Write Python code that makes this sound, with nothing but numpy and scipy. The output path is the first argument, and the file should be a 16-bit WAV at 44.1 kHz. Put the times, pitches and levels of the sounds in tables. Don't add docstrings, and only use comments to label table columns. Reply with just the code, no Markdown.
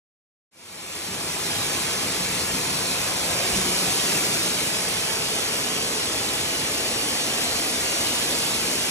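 import sys
import numpy as np
from scipy import signal
from scipy.fft import rfft, irfft
from scipy.io import wavfile
from scipy.ndimage import uniform_filter1d

SR = 44100
rng = np.random.default_rng(int(sys.argv[2]) if len(sys.argv) > 2 else 0)


def transcribe(u):
    v = np.clip(np.atleast_2d(u).T, -1, 1)
    q = np.round(v * 32767).astype(np.int16)
    wavfile.write(sys.argv[1], SR, q)


N = 392490
TOP_HZ = 15750
FRAME, HOP = 2048, 512
T = np.arange(N) / SR
HZ = np.maximum(np.arange(FRAME // 2 + 1) * SR / FRAME, 1)[:, None]
FRAME_S = np.arange(int(np.ceil(N / HOP)) + 1) * HOP / SR


def water(flow, bubble_db=-6.0, wash_db=-0.5):
    wash = rng.standard_normal(N)
    mix = splashes(flow) + undb(bubble_db) * bubbles(flow) + undb(wash_db) * wash
    return whiten(mix)


def splashes(flow, drop_rate=9000, drop_scatter_db=2.0, slap_rate=220, slap_s=0.0069, slap_db=-6):
    drops = impacts(drop_rate * flow, drop_scatter_db)
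    blows = np.abs(impacts(slap_rate * flow, scatter_db=2.5))
    envelope = signal.lfilter([1], [1, -np.exp(-1 / (slap_s * SR))], blows)
    spatter = envelope * rng.standard_normal(N)
    return unit(drops + undb(slap_db) * unit(spatter))


def impacts(rate, scatter_db):
    size_db = scatter_db * np.minimum(rng.exponential(size=N), 5)
    struck = rng.random(N) < rate / SR
    return unit(struck * rng.choice([-1, 1], N) * undb(size_db))


def bubbles(flow, low_hz=220, high_hz=9000, cycles=18, rise=0.074, scatter_db=1.5, rate_at_1khz=40, count=40):
    out = np.zeros(N)
    for hz in np.geomspace(low_hz, high_hz, count):
        life = cycles / hz
        age = np.arange(int(2 * life * SR) + 1) / SR
        number = int(rate_at_1khz * np.sqrt(hz / 1000) * N / SR)
        births = rng.choice(N, number, p=flow / flow.sum())
        chance = rng.random((number, 2))
        pitch = hz * (.94 + .12 * chance[:, :1])
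        size = undb(-scatter_db * np.log(np.maximum(chance[:, 1:], .01)))
        decay = np.exp(-np.pi * age / life)
        rings = size * decay * np.sin(2 * np.pi * pitch * age * (1 + rise * age / life))
        places = births[:, None] + np.arange(len(age))
        out += np.sqrt(hz) * unit(np.bincount(places.ravel(), rings.ravel(), N)[:N])
    return unit(out)


def patches(depth_db=0.63, splash_db=1.4, splash_hz=3200, splash_octaves=0.68, rate=24, count=48):
    centres = np.geomspace(500, 12000, count)
    flicker = sum(over_hz(centres, weights) * walk(rate, FRAME_S) for weights in np.eye(count)[1:])
    swing_db = depth_db + splash_db * band(splash_hz, splash_octaves)
    return undb(swing_db * flicker)


def thuds():
    # centre_s, half_length_s, pitch_hz, width_octaves, lift_db
    masses = [(1.182, 0.094, 160, 1.1, 5.5), (1.58, 0.14, 110, .4, 7.5), (2.562, 0.036, 230, .6, 4),
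              (2.72, 0.054, 175, .5, 5), (3.566, .05, 80, 1.3, 6), (3.59, 0.045, 180, 0.27, 7),
              (3.705, 0.037, 378, 0.39, 6), (4.25, 0.055, 185, .4, 3.5), (6.82, .04, 420, .5, 3.5),
              (8.33, .035, 380, .6, 5)]
    return sum(db * band(hz, octaves) * pulse(s, half_s) for s, half_s, hz, octaves, db in masses)


def pool_pass(centre_s=3.38, half_s=0.29, lift_db=4.5, gurgle_hz=670, octaves=0.33):
    return lift_db * band(gurgle_hz, octaves) * pulse(centre_s, half_s)


def colour(surge_db=0.5, gurgle_flicker_db=0.15, trim_db=0.99):
    # time_s, level_db
    loudness = [(1.55, -25), (2.0, -26.5), (3.2, -26), (3.6, -24), (3.9, -23.5), (4.25, -23.5), (4.55, -25),
                (5.7, -26), (6.8, -25.5), (8.1, -24.5), (8.85, -25)]
    # frequency_hz, level_db
    rush_colour = [(25, -24), (55, -6), (130, -2), (300, -2), (480, -2.5), (900, -4), (1400, -6),
                   (1850, -6), (2550, -1.24), (3800, -3.5), (4750, -1.94), (6200, -4.5), (7300, -5),
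                   (8000, -4.5), (12000, -5.5), (13400, -8), (15500, -14)]
    level_db = curve(loudness)
    swell_db, away = level_db - level_db.mean(), turned()

    turn_rumble_db, turn_gurgle_db, turn_spray_db = -1.7, 0.56, -1.15
    rumble_beaming, spray_beaming = -0.61, 0.29
    plunge, below_gurgle, below_spray = below(230), below(760), below(6800)
    rumble_db = turn_rumble_db * away + rumble_beaming * swell_db + surge_db * walk(11, FRAME_S)
    gurgle_db = turn_gurgle_db * away + gurgle_flicker_db * walk(18, FRAME_S)
    spray_db = turn_spray_db * away + spray_beaming * swell_db
    tone_db = plunge * rumble_db + (below_gurgle - plunge) * gurgle_db + (1 - below_spray) * spray_db

    tone_db += direct_splash() + pool_pass() + thuds() + booms() + deep_bass() + cavities()
    rush = unit(undb(over_hz(*np.transpose(rush_colour))) * (HZ < TOP_HZ))
    return rush * undb(trim_db + level_db + tone_db)


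def direct_splash():
    # frequency_hz, width_hz, lift_db
    splash_bands = [(950, 950, 2), (1710, 500, 0.6), (2320, 210, 1.5)]
    # time_s, share
    in_line = [(1.55, 1.2), (2.1, 0.76), (3.25, 1), (3.8, 0), (5.5, 0.55), (7.5, 0), (8.5, 0.081)]
    return curve(in_line) * ring(splash_bands)


def deep_bass(edge_hz=110):
    # time_s, change_db
    depths = [(1.5, -2), (2.2, 0), (2.9, -1.5), (3.5, 3.5), (4.1, -3), (5.2, -0.5), (6.5, 1), (7.5, 1.5),
              (8.6, -1.5)]
    return curve(depths) * below(edge_hz)


def drone(x, mode_hz=181, width_hz=15):
    # time_s, lift_db
    hum_lift = [(1.3, 5.5), (3.2, 7), (3.6, 9), (4.3, 9), (4.7, 7), (5.5, 5.5), (7.3, -1), (8.4, -1),
                (8.8, 8.5)]
    humming = signal.lfilter(*signal.iirpeak(mode_hz, mode_hz / width_hz, fs=SR), x)
    gain = undb(np.interp(T, *np.transpose(hum_lift)))
    return x + (gain - 1) * humming


def cavities():
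    # frequency_hz, width_hz, lift_db
    hollow = [(156, 25, 3), (222, 38, -3), (320, 70, 0.6), (410, 50, 2)]
    # frequency_hz, width_hz, lift_db
    overhang = [(245, 36, 4.5), (310, 36, 2.5), (425, 80, 1.7), (650, 83, 0.9)]
    # frequency_hz, width_hz, lift_db
    standing = [(58.2, 15.6, 9), (89.3, 12, 3.5), (119, 13, 1.5)]
    # time_s, share (0-1)
    opening = [(1.3, .55), (2.6, 0.84), (3.5, 0.9), (4.35, 1), (5.0, 0.7), (5.6, 0.1), (6.3, 0.4), (7.2, 0),
               (8.3, 0.4), (8.85, 0.4)]
    share = np.clip(curve(opening), 0, 1)
    return ring(standing) + share * ring(hollow) + (1 - share) * ring(overhang)


def booms():
    # centre_s, half_length_s, pitch_hz, glide_hz_per_s, width_hz, lift_db
    wall_spots = [(2.3, 0.77, 268, 0, 36, 4), (4.15, 0.82, 342, 0, 85, 4), (3.9, 0.91, 475, 0, 60, 1.5),
                  (5.2, .4, 275, 64, 55.3, -4.5), (5.9, 0.68, 425, -20, 70, 3.5),
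                  (6.3, .55, 295, 50, 40, 3.5), (6.95, 0.43, 490, 55, 50, 4), (7.6, .7, 680, -34, 110, 3.7),
                  (8.45, .45, 316, -3, 32, 7), (8.45, .3, 500, 0, 40, 3.5), (8.6, .5, 405, 0, 60, -3)]
    lift_db = 0
    for s, half_s, hz, glide, width, db in wall_spots:
        gliding_hz = hz + glide * (FRAME_S - s)
        lift_db = lift_db + ring([(gliding_hz, width, db)]) * pulse(s, half_s)
    return lift_db


def reflections(drift=0.1994, small_hz=400, rough_hz=3500):
    # lag_s, strength
    surfaces = [(.0021, 0.071), (.0039, 0.12), (.0062, 0.18), (.0095, .16), (0.013, 0.19)]
    echoes = 0
    for lag, strength in surfaces:
        moving_lag = lag * (1 + drift * walk(.6, FRAME_S))
        echoes = echoes + strength * np.exp(-2j * np.pi * HZ * moving_lag)
    return 1 + echoes / np.sqrt(1 + (small_hz / HZ) ** 2 + (HZ / rough_hz) ** 2)


def turned():
    # time_s, turned_away (0-1)
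    heading = [(3.1, 0), (3.7, 0.23), (4.6, 0.53), (5.4, 0.9), (7.5, 0.96), (8.4, 0.66)]
    return np.clip(curve(heading), 0, 1)


def ports(common, apart):
    # frequency_hz, near_coherence, near_left_lead_rad, far_coherence, far_left_lead_rad
    likeness = [(30, .98, 0, .98, 0), (190, .998, 0, .998, 0), (350, .99, .08, .985, -.13),
                (520, .87, .72, .81, -.15), (900, .72, 1.5, .16, 0), (1200, .58, 1, .2, 1.1),
                (1400, .66, .55, .38, .75), (1850, .8, .25, .6, .3), (2250, .5, .85, .34, 1.9),
                (2480, .42, 1.8, .55, 2.45), (2870, .66, 2.8, .6, 2.35), (3400, .05, 2.9, .38, 2.55),
                (3800, .3, .9, .42, 2.4), (4400, .38, 2.3, .54, 2.55), (4830, .93, 3.08, .83, 3.03),
                (5100, .58, 3.5, .52, 3.35), (5600, .74, .55, .72, .6), (5950, .83, .8, .82, .8),
                (7000, .84, 1.2, .83, 1.2), (8500, .85, 1.7, .85, 1.7), (11700, .85, 2.4, .85, 2.4),
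                (12500, .92, 2.85, .92, 2.85), (13000, 1, 3.14, 1, 3.14)]
    # frequency_hz, width_octaves, beside_curtain_db, turned_away_db
    shade = [(490, .3, -.2, -1.2), (1010, .55, 6.5, 1.4), (1950, 0.38, -2, 1.2), (3700, 0.38, -1, -1.6)]
    hz, near_coherence, near_lead, far_coherence, far_lead = np.transpose(likeness)
    away = turned()
    near = over_hz(hz, near_coherence * np.exp(-1j * near_lead))
    far = over_hz(hz, far_coherence * np.exp(-1j * far_lead))
    shared = (1 - away) * near + away * far
    separate = np.sqrt(np.maximum(1 - np.abs(shared) ** 2, 0))
    right = shared * common + separate * apart
    balance_db = sum(band(centre_hz, octaves) * ((1 - away) * beside_db + away * away_db)
                     for centre_hz, octaves, beside_db, away_db in shade)
    return np.array([common * undb(balance_db / 2), right * sway() * undb(-balance_db / 2)])


def sway(turn_rad=0.31, hz=4500, octaves=0.41, rate=7):
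    return np.exp(1j * turn_rad * band(hz, octaves) * walk(rate, FRAME_S))


def undb(db):
    return 10 ** (np.asarray(db) / 20)


def unit(x):
    return x / np.sqrt(np.mean(np.abs(x) ** 2))


def curve(table):
    return np.interp(FRAME_S, *np.transpose(table))


def over_hz(hz, values):
    return np.interp(np.log(HZ), np.log(hz), values)


def band(hz, octaves):
    return np.exp(-(np.log2(HZ / hz) / octaves) ** 2)


def pulse(centre_s, half_s):
    return np.exp(-((FRAME_S - centre_s) / half_s) ** 2)


def below(edge_hz):
    return 1 / (1 + (HZ / edge_hz) ** 6)


def ring(modes):
    return sum(db / (1 + (2 * (HZ - hz) / width) ** 2) for hz, width, db in modes)


def walk(rate, times):
    levels = rng.standard_normal(1000)
    return unit(np.interp(times * rate, np.arange(len(levels)), levels))


def whiten(x, size=1500):
    spectrum = rfft(x)
    power = uniform_filter1d(np.abs(spectrum) ** 2, size)
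    return unit(irfft(spectrum / np.sqrt(power), N))


def frames(x):
    return signal.stft(x, nperseg=FRAME, noverlap=FRAME - HOP)[2]


def scene(clump_db=0.33):
    flow = undb(clump_db * walk(16, T))
    path = colour() * patches() * reflections()
    common = frames(drone(water(flow)))
    apart = frames(water(flow))
    heard = ports(common, apart) * path
    return signal.istft(heard, nperseg=FRAME, noverlap=FRAME - HOP)[1][:, :N]


def record(dry, low_cut_hz=36, fade_start_s=0.51, fade_end_s=1.81):
    dry = signal.sosfilt(signal.butter(2, low_cut_hz, "high", fs=SR, output="sos"), dry)
    fade = np.clip((T - fade_start_s) / (fade_end_s - fade_start_s), 0, 1)
    return signal.sosfilt(signal.ellip(12, .1, 90, TOP_HZ, fs=SR, output="sos"), dry * fade)


dry = scene()
out = record(dry)
transcribe(out)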